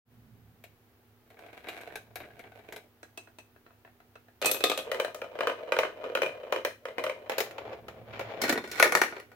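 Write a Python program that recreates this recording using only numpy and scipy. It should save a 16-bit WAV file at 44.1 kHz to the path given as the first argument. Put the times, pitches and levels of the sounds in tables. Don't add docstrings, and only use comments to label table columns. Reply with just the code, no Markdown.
import sys
import numpy as np
from scipy import signal
from scipy.fft import rfft, irfft
from scipy.io import wavfile
from scipy.ndimage import uniform_filter1d

SR = 44100
rng = np.random.default_rng(int(sys.argv[2]) if len(sys.argv) > 2 else 0)


def int16_out(signal):
    q = np.round(np.clip(np.atleast_2d(signal).T, -1, 1) * 32767)
    wavfile.write(sys.argv[1], SR, q.astype(np.int16))


N = 412335
TIME_S = np.arange(N) / SR

# (time [s], clack level [dB], tick re clack [dB], spot ring [Hz], first hop [s])
TUB_HITS = [(8.7985, -18.5, -11, 1480, 0.00014), (8.826, -15, -9.5, 1750, 0.016),
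            (8.922, -26.5, -9.5, 1450, 0), (8.951, -19.5, -9, 1800, 0.021), (9.016, -20, -12, 1590, .019),
            (9.124, -43.5, -33, 1500, 0.014), (9.166, -43.5, -21.5, 1460, 0),
            (9.199, -48, -8, 1940, 0.0022), (9.317, -58, -12, 1480, 0)]
STEP_HITS = [(4.916, -32, -10, 1980, 0.029), (4.999, -29, -9.5, 1600, 0.048), (5.146, -45.5, -1, 1300, 0),
             (5.217, -39, -19, 1340, 0.025), (5.354, -49.5, -22, 1700, 0.00053),
             (5.389, -38.5, -19, 1270, 0.0014), (5.407, -30, -20, 1650, 0.026),
             (5.471, -27, -18.5, 1500, 0.026), (5.721, -25, -20, 1500, 0.045), (5.788, -24, -14, 2100, 0),
             (5.833, -29.5, -26, 1490, .017), (6.04, -41.5, -23, 1260, 0.02),
             (6.151, -27, -16.5, 1400, 0.022), (6.219, -27, -16.5, 2500, .043), (6.232, -32, -17, 2430, 0),
             (6.524, -27.5, -16.5, 1100, 0.037), (6.649, -29, -8.5, 1670, 0),
             (6.854, -38, -17.5, 2100, .031), (6.982, -33.5, -18.5, 2100, 0.012),
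             (7.039, -33, -10, 2150, 0), (7.065, -34, -21, 2100, 0), (7.096, -34.5, -19, 2280, 0)]
LEVER_HITS = [(4.416, -37.5, -7, 2450, 0), (4.424, -33.5, -12, 2770, 0.0098),
              (4.446, -31, -9, 2520, 0.0018), (4.458, -30.5, 5, 8300, 0), (4.466, -31.5, -1, 2610, 0),
              (4.494, -34.5, -28, 2580, 0.00031), (4.514, -35, 10, 12800, 0.031),
              (4.606, -37, -12, 2430, 0), (4.639, -22, -8.5, 3600, 0.00048), (4.698, -29, -9, 3450, 0),
              (4.716, -30, -16, 1220, 0), (4.776, -35, -4, 3240, .013)]
PLANK_HITS = [(8.417, -37, 7, 2130, 0.001), (8.437, -31, -4.5, 2010, 0.011),
              (8.494, -28.5, 0, 1740, 0.0063), (8.525, -30, -5, 1860, 0.031),
              (8.576, -32.5, -13.5, 1020, 0), (8.64, -42, -14, 1000, 0.0043), (8.675, -48, -4, 1470, 0),
              (8.715, -47.5, 8.5, 2220, 0.044)]
CHUTE_HITS = [(7.296, -33.5, -9.5, 2050, .022), (7.382, -32, 1, 14000, 0), (7.404, -31, -1, 5160, 0),
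              (7.51, -48, -9, 2770, 0.0022), (7.582, -40.5, -18, 2680, 0), (7.73, -47, -22, 2100, 0),
              (7.883, -44.5, -11, 1490, 0.0023), (8.194, -38.5, -11.5, 1700, 0.016)]
GEAR_HITS = [(0.639, -54.5, -1.5, 2620, 0), (1.303, -61, -6, 1000, 0.0006), (1.391, -56, -8, 1000, 0),
             (1.486, -56.5, -28, 1610, 0.0016), (1.67, -46, -19, 2200, 0.0013),
             (1.686, -41.5, -4.5, 2850, 0), (1.812, -53.5, -4, 1590, 0.00095),
             (1.956, -41.5, -3.5, 1520, 0), (2.157, -44, 0, 12530, .046), (2.393, -50.5, -8, 2200, 0.046),
             (2.724, -47, -3, 2200, 0), (2.762, -49, -0.5, 2040, 0.0039)]
CRANK_TICK_HITS = [(3.03, -51.5, -4.5, 1620, 0.00098), (3.175, -47.5, 2, 2580, 0.0039),
                   (3.273, -59, -22, 1560, 0.00047), (3.386, -53, -1.5, 2600, 0), (3.562, -63.5, -28, 1500, 0),
                   (3.664, -59.5, -28, 1340, 0.042), (3.849, -56.5, -28, 1770, .026),
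                   (4.002, -62.5, -17, 1320, 0.0023), (4.155, -53.5, -17.5, 1370, 0),
                   (4.283, -62, -19, 1700, 0)]
# (frequency [Hz], gain [dB])
TUB_COLOUR = [(60, -35), (200, -15), (330, -6.5), (550, 3.5), (900, -3), (1600, -8), (2600, -15),
              (4500, -15), (8000, -28.5), (12000, -18), (15500, -23)]
STEP_COLOUR = [(60, -38), (200, -26), (320, -16), (450, -4), (640, -2), (830, -20.5), (1600, -16),
               (2600, -22.5), (4500, -29), (8000, -32), (15500, -33.5)]
LEVER_COLOUR = [(60, -36), (200, -24), (330, -14.5), (550, -2), (900, -16), (1600, -17.5), (2600, -17.5),
                (4500, -19.5), (8000, -18), (12000, -18.5), (15500, -24)]
PLANK_COLOUR = [(60, -37), (200, -5), (330, 5), (550, 1.5), (900, -6), (1600, -10), (2600, -13),
                (4500, -20.5), (8000, -28), (12000, -27), (15500, -30)]
CHUTE_COLOUR = [(60, -45), (200, -22.5), (330, -8.5), (550, -3), (900, -7.5), (1600, -11), (2600, -13.5),
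                (4500, -21.5), (8000, -33), (12000, -24), (15500, -23.5)]
GEAR_COLOUR = [(60, -20.5), (200, -13.5), (380, -5), (600, -1.5), (1100, -7), (2400, -4.5), (4500, -22),
               (8000, -25.5), (12000, -27.5), (15500, -30.5)]
CRANK_TICK_COLOUR = [(60, -35), (200, -17), (350, -4.5), (550, -10), (900, -10.5), (1600, 0.5), (2600, -5.5),
                     (4500, -15.5), (8000, -18), (15500, -26)]
# (frequency [Hz], width [Hz], peak re colour [dB])
TUB_MODES = [(403, 76, 9.7), (1227, 27, 7.9), (1455, 50, 10), (1866, 170, 8.6), (2300, 230, 12.5),
             (2640, 17, 7.4), (2850, 15, 11), (4330, 37, 8.9), (5330, 200, 4.3), (5900, 61, 13),
             (6500, 247, 9.7), (7640, 700, 11.7), (10400, 73, 13), (10780, 160, 7.9)]
STEP_MODES = [(535, 39, 7), (935, 78, 10.2), (1057, 160, 6.3), (1236, 32, 7.8), (1410, 6.4, 1.6),
              (2086, 56, 3.1), (2429, 35, 13), (3010, 155, 9.1), (3680, 21, 6), (4020, 52, 7.9),
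              (5750, 110, 2.6), (6200, 43, 7.2), (6670, 34, 2.3), (8200, 31, 5.7)]
LEVER_MODES = [(1242, 5.8, 15.3), (2380, 17, 5.7), (2537, 23, 14.4), (3760, 300, 4.6), (4140, 82, 6.8),
               (6150, 43, 8.5), (7350, 57, 6.9), (8150, 70, 8.1), (13000, 1200, 4)]
PLANK_MODES = [(720, 38, 1.4), (1467, 44, 14.7), (1885, 100, 11), (2230, 150, 10.4), (2610, 19, 6.9),
               (3585, 15, 13), (4190, 66, 12.4), (5530, 370, 4.8), (7130, 230, 5.9)]
CHUTE_MODES = [(437, 38, 7.4), (546, 50, 2.4), (660, 140, 2.5), (2070, 12, 3.1), (2325, 22, 7.7),
               (4070, 18, 2.2), (5260, 91, 6.8), (6960, 910, 9.8)]
GEAR_MODES = [(410, 150, 5), (699.7, 60, 10), (1520, 68, 6), (1610, 77, 6.5), (2260, 120, 4.5),
              (3960, 510, 6), (12500, 1300, 7)]
CRANK_TICK_MODES = [(680, 56, 15.6), (975, 91, 5), (2610, 35, 13.4), (4070, 64, 13), (6170, 80, 12),
                    (8230, 140, 12)]
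# (time [s], rumble [dB], rattle [dB])
TUB_ROLL = [(8.85, -25, -18), (8.9, -38, -63), (9.1, -60, -50), (9.18, -49, -48.5), (9.27, -69, -73),
            (9.35, -57, -60)]
PLANK_ROLL = [(8.41, -37, -40), (8.47, -31.5, -30.5), (8.61, -52, -55), (8.69, -52, -49.5),
              (8.81, -33.5, -28.5)]
CHUTE_ROLL = [(7.3, -44.5, -33), (7.55, -43.5, -48), (7.7, -36, -39), (7.83, -51.5, -57),
              (8.05, -48.5, -51), (8.15, -44, -35), (8.34, -37, -37.5), (8.43, -39, -42)]
GEAR_GRIND = [(1.25, -73, -70), (1.38, -58.5, -63), (1.72, -53.5, -47), (1.92, -50, -54), (2.06, -69, -74),
              (2.19, -51.5, -57.5), (2.35, -60, -63), (2.78, -53.5, -54.5), (2.88, -64, -82)]
# (start [s], end [s], end level [dB])
STEP_RUNS = [(4.83, 5.0, -32.5), (5.22, 5.5, -38), (5.56, 5.85, -33.5), (5.98, 6.1, -35),
             (6.33, 6.52, -37.5), (6.91, 7.08, -42), (7.15, 7.29, -43)]
# (frequency [Hz], gain [dB])
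AIR_COLOUR = [(15, -21), (25, -5), (49, -20.5), (107, -4.5), (174, -25), (241, -29), (291, -10.5),
              (449, -8.5), (557, -15.5), (749, -14), (1040, -19.5), (1360, -19), (8490, -37),
              (15800, -25.5)]
RUMBLE_COLOUR = [(25, -38), (55, -16), (75, -6), (92, -25), (107, 1.5), (135, -11.5), (170, -14.5),
                 (235, -10), (330, -35), (900, -74)]
# (centre [s], half width [s], level [dB])
RUMBLE_SWELLS = [(.35, 0.28, -60.5), (2.3, 0.32, -64), (8.2, 0.55, -56)]
# (frequency [Hz], level [dB])
HUM_TONES = [(75.4, -79), (104, -71), (242.2, -73)]
# (frequency [Hz], T60 [s])
ROOM_T60 = [(150, 0.58), (500, 0.16), (1500, 0.24), (4000, 0.26), (9000, 0.26), (15000, 0.22)]
# (frequency [Hz], side re mid [dB])
STEREO_WIDTH = [(100, -14.5), (500, -12), (1000, -4.5), (2000, 0), (4000, 0.5), (15000, 0.5)]


def tub():
    shell = body(TUB_COLOUR, TUB_MODES)
    knocks = blows(rebounds(TUB_HITS, loss_db=10.5, dulling_db=1), shell,
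                   chatter_db=11.5, chatter_s=.003, linger_db=-14, side_db=-3, kick=.85,
                   ring_db=6, thud_db=-8, softening=.23, pan_db=1.5)
    rolling = roll(TUB_ROLL, shell, bumps_per_s=510, uneven_db=-1,
                   rumble_db=-3, rattle_db=-3, fizz_db=-21, pan_db=-2.5)
    return room(knocks + rolling, wet_db=-6)


def steps():
    stairs = body(STEP_COLOUR, STEP_MODES)
    knocks = blows(rebounds(STEP_HITS, loss_db=6.5, dulling_db=2), stairs,
                   chatter_db=7.5, chatter_s=.003, linger_db=-14, side_db=-3.5, kick=.71,
                   ring_db=6.5, thud_db=-1.5, softening=.25, pan_db=1.4)
    rolling = roll(tread_runs(STEP_RUNS), stairs, bumps_per_s=650, uneven_db=4.5,
                   rumble_db=-4.5, rattle_db=-14, fizz_db=-39, pan_db=1)
    left, right = knocks + rolling
    return room(np.array([left, np.roll(right, 3)]), wet_db=-6)


def tread_runs(runs, growth_db=7.5, fade_db_per_s=161):
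    t = np.arange(runs[0][0], runs[-1][1] + .1, .005)
    each_db = [db - np.interp(t, [start, end], [growth_db, 0])
               - fade_db_per_s * abs(t - np.clip(t, start, end)) for start, end, db in runs]
    level_db = np.max(each_db, axis=0)
    return np.transpose([t, level_db, level_db])


def lever():
    arm = body(LEVER_COLOUR, LEVER_MODES)
    knocks = blows(rebounds(LEVER_HITS, loss_db=3, dulling_db=9.5), arm,
                   chatter_db=3, chatter_s=.003, linger_db=-7, side_db=-2, kick=1,
                   ring_db=7, thud_db=-2, softening=.069, pan_db=1)
    return room(knocks, wet_db=-6)


def plank():
    board = body(PLANK_COLOUR, PLANK_MODES)
    knocks = blows(rebounds(PLANK_HITS, loss_db=5.5, dulling_db=18), board,
                   chatter_db=15.5, chatter_s=.0073, linger_db=-7, side_db=-2, kick=.21,
                   ring_db=5, thud_db=.3, softening=.02, pan_db=.5)
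    rolling = roll(PLANK_ROLL, board, bumps_per_s=870, uneven_db=3.5,
                   rumble_db=-6.5, rattle_db=-3, fizz_db=-10, pan_db=1)
    return room(knocks + rolling, wet_db=-13.5)


def chute():
    trough = body(CHUTE_COLOUR, CHUTE_MODES)
    knocks = blows(rebounds(CHUTE_HITS, loss_db=4.5, dulling_db=3), trough,
                   chatter_db=9, chatter_s=.0071, linger_db=-17, side_db=-.5, kick=.7,
                   ring_db=-1, thud_db=1.5, softening=-.11, pan_db=1.5)
    rolling = roll(CHUTE_ROLL, trough, bumps_per_s=1500, uneven_db=4,
                   rumble_db=-5, rattle_db=-11.5, fizz_db=-39, pan_db=1.1)
    return room(knocks + rolling, wet_db=-7.5)


def crank():
    gears = body(GEAR_COLOUR, GEAR_MODES)
    clicks = rebounds(GEAR_HITS, loss_db=3, dulling_db=13) + tooth_ticks(GEAR_GRIND)
    teeth = blows(clicks, gears, chatter_db=10, chatter_s=.0085, linger_db=-20.5, side_db=-5, kick=.31,
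                  ring_db=7.5, thud_db=-1.5, softening=.12, pan_db=2.3)
    grind = roll(GEAR_GRIND, gears, bumps_per_s=60, uneven_db=8.5,
                 rumble_db=-1.5, rattle_db=-4, fizz_db=-15.5, pan_db=-.5)
    ticking_teeth = body(CRANK_TICK_COLOUR, CRANK_TICK_MODES)
    ticks = blows(rebounds(CRANK_TICK_HITS, loss_db=5.5, dulling_db=6), ticking_teeth,
                  chatter_db=10, chatter_s=.0052, linger_db=-16, side_db=0, kick=.41,
                  ring_db=10, thud_db=.5, softening=.1, pan_db=.2)
    return room(teeth + grind + ticks, wet_db=-6)


def tooth_ticks(curve, per_s=11, gain_db=-2.5, tick_db=-26, uneven_db=7, ring_hz=1900, spread_oct=.4):
    knots_s, _, rattle_db = np.transpose(curve)
    slots_s = np.arange(knots_s[0], knots_s[-1], 1 / per_s)
    late, hard, sharp, place = rng.uniform(-1, 1, (256, 4))[:len(slots_s)].T
    times_s = slots_s + .5 * late / per_s
    levels_db = np.interp(times_s, knots_s, rattle_db) + gain_db + uneven_db * hard
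    rings_hz = ring_hz * 2 ** (spread_oct * place)
    return list(zip(times_s, levels_db, tick_db + uneven_db * sharp, rings_hz))


def rebounds(hits, loss_db, dulling_db, hop_ratio=.7, min_hop_s=.004):
    out = []
    for time_s, db, tick_db, ring_hz, hop_s in hits:
        for k in range(3 if hop_s > min_hop_s else 1):
            out.append((time_s, db - loss_db * k * (k + 1) / 2, tick_db - dulling_db * k, ring_hz))
            time_s += hop_s * hop_ratio ** k
    return out


def blows(hits, response, chatter_db, chatter_s, linger_db, side_db, kick, ring_db, thud_db, softening,
          pan_db, pan_scatter_db=.8, rms_window_s=.012, size=8192):
    out = np.zeros((2, N))
    t = np.arange(size) / SR
    decay = np.exp(-t / chatter_s) + amp(linger_db) * np.exp(-t / .021)
    hardest_db = max(db for _, db, _, _ in hits)
    for time_s, db, tick_db, ring_hz in hits:
        noise = rng.standard_normal((3, size))
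        lean_db = pan_db + pan_scatter_db * rng.standard_normal()
        chatter, side_chatter = (unit(row * decay) * amp(chatter_db) for row in noise[:2])
        board_kick = signal.unit_impulse(size, int(SR * rng.uniform(.0024, .004)))
        contact = unit(signal.unit_impulse(size, 12) + kick * board_kick)
        side = side_chatter + unit(noise[2] * np.exp(-t / .0067))
        force = stereo(contact + chatter, amp(side_db) * side)
        sound = convolve(convolve(force, response), struck_spot(ring_hz, ring_db))
        soft_db = softening * (hardest_db - db)
        levels = amp([db + thud_db + soft_db, db, db + tick_db])
        pans_db = np.array([.37, 1, 1]) * lean_db
        for level, band_pan_db, band in zip(levels, pans_db, bands(sound)):
            onset_rms = np.std(band[:, :int(rms_window_s * SR)])
            add(out, time_s, panned(level * band / onset_rms, band_pan_db))
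    return out


def roll(curve, response, bumps_per_s, uneven_db, rumble_db, rattle_db, fizz_db, pan_db):
    out = np.zeros((2, N))
    knots_s, *curves_db = np.transpose(curve)
    t = np.arange(knots_s[0], knots_s[-1], 1 / SR)
    is_bump = rng.random(N)[:len(t)] < bumps_per_s / SR
    mid, side, surface = rng.standard_normal((3, N))[:, :len(t)]
    roughness = amp(uneven_db * np.tanh(unit(uniform_filter1d(surface, size=600))))
    bumps = roughness * (is_bump + .045)
    shaken = convolve(stereo(np.sign(mid) * bumps, np.sign(side) * bumps), response)
    low_db, high_db = (np.interp(t, knots_s, db) for db in curves_db)
    levels = amp([low_db + rumble_db, high_db + rattle_db, high_db + fizz_db])
    sound = sum(level * unit(band) for level, band in zip(levels, bands(shaken)))
    add(out, knots_s[0], panned(sound, pan_db) * signal.windows.tukey(len(t), .03))
    return out


def body(colour, modes, size=16384):
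    hz = np.fft.rfftfreq(size, 1 / SR)
    peaks = sum(resonance(hz, *mode) for mode in modes)
    return causal(np.log(amp(lookup(colour, hz))) + np.log1p(peaks) / 2)


def struck_spot(ring_hz, ring_db, patch_db=1.2, patch_hz=350, size=2048):
    hz = np.fft.rfftfreq(size, 1 / SR)
    patches = np.interp(hz / patch_hz, np.arange(size), rng.standard_normal(size))
    ring = np.log1p(resonance(hz, ring_hz, .08 * ring_hz, ring_db)) / 2
    return causal(ring + np.log(amp(patch_db * patches)))


def resonance(hz, centre_hz, width_hz, peak_db):
    return amp(peak_db) ** 2 / (1 + (2 * (hz - centre_hz) / width_hz) ** 2)


def causal(log_gain):
    mirrored = np.concatenate([log_gain, log_gain[-2:0:-1]])
    return np.fft.ifft(np.exp(np.conj(signal.hilbert(mirrored)))).real[:len(log_gain)]


def crossover(x, hz):
    sections = (signal.butter(2, hz, kind, fs=SR, output="sos") for kind in ("low", "high"))
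    return [signal.sosfilt(np.tile(sos, (2, 1)), x) for sos in sections]


def bands(x):
    thud, rest = crossover(x, hz=900)
    clack, tick = crossover(rest, hz=4000)
    return thud, clack, tick


def amp(db):
    return 10 ** (np.asarray(db) / 20)


def unit(x):
    return x / np.sqrt(np.mean(x ** 2) + 1e-24)


def lookup(table, hz):
    knots_hz, values = np.transpose(table)
    return np.interp(np.log(hz + 1), np.log(knots_hz + 1), values)


def add(mix, start_s, sound):
    part = mix[:, round(start_s * SR):][:, :sound.shape[1]]
    part += sound[:, :part.shape[1]]


def convolve(x, response):
    return signal.fftconvolve(np.atleast_2d(x), np.atleast_2d(response), axes=1)[:, :x.shape[-1]]


def panned(x, pan_db):
    return x * amp([[pan_db / 2], [-pan_db / 2]])


def tint(x, colour):
    hz = np.fft.rfftfreq(x.shape[-1], 1 / SR)
    return irfft(rfft(x) * amp(lookup(colour, hz)), x.shape[-1])


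def stereo(mid, side):
    side = tint(side, STEREO_WIDTH)
    return np.array([mid + side, mid - side])


def room(x, wet_db, echoes_per_s=4000, predelay_s=.005):
    taps = rng.standard_normal((2, SR)) * (rng.random((2, SR)) < echoes_per_s / SR)
    hz, t, spectra = signal.stft(stereo(*taps), SR, nperseg=256)
    width_gain = np.sqrt(1 + amp(lookup(STEREO_WIDTH, hz)) ** 2)[:, None]
    decay = amp(-60 * t / lookup(ROOM_T60, hz)[:, None])
    tail = signal.istft(spectra / width_gain * decay, SR, nperseg=256)[1][:, :SR]
    tail *= np.clip((TIME_S[:SR] - predelay_s) / .00067, 0, 1)
    return x + amp(wet_db) * convolve(x, tail / np.linalg.norm(tail[0]))


def background(air_db=-65, rumble_rest_db=-72):
    air, rumble = (unit(tint(stereo(*rng.standard_normal((2, N))), colour))
                   for colour in (AIR_COLOUR, RUMBLE_COLOUR))
    hum = sum(amp(db) * np.sqrt(2) * np.sin(2 * np.pi * (hz * TIME_S + rng.random()))
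              for hz, db in HUM_TONES)
    swells = sum(amp(db) * np.exp(-((TIME_S - centre_s) / width_s) ** 2)
                 for centre_s, width_s, db in RUMBLE_SWELLS)
    low = hum + rumble * (amp(rumble_rest_db) + swells)
    fade_in = np.clip((TIME_S - .05) / .074, 0, 1)
    return (amp(air_db) * air + panned(low, pan_db=-4)) * fade_in


def scene():
    return crank() + lever() + steps() + chute() + plank() + tub() + background()


def record(dry, cutoff_hz=15950):
    lowpass = signal.firwin(511, cutoff_hz, window=("kaiser", 9), fs=SR)
    return signal.oaconvolve(np.clip(dry, -1, 1), lowpass[None], "same")


dry = scene()
out = record(dry)
int16_out(out)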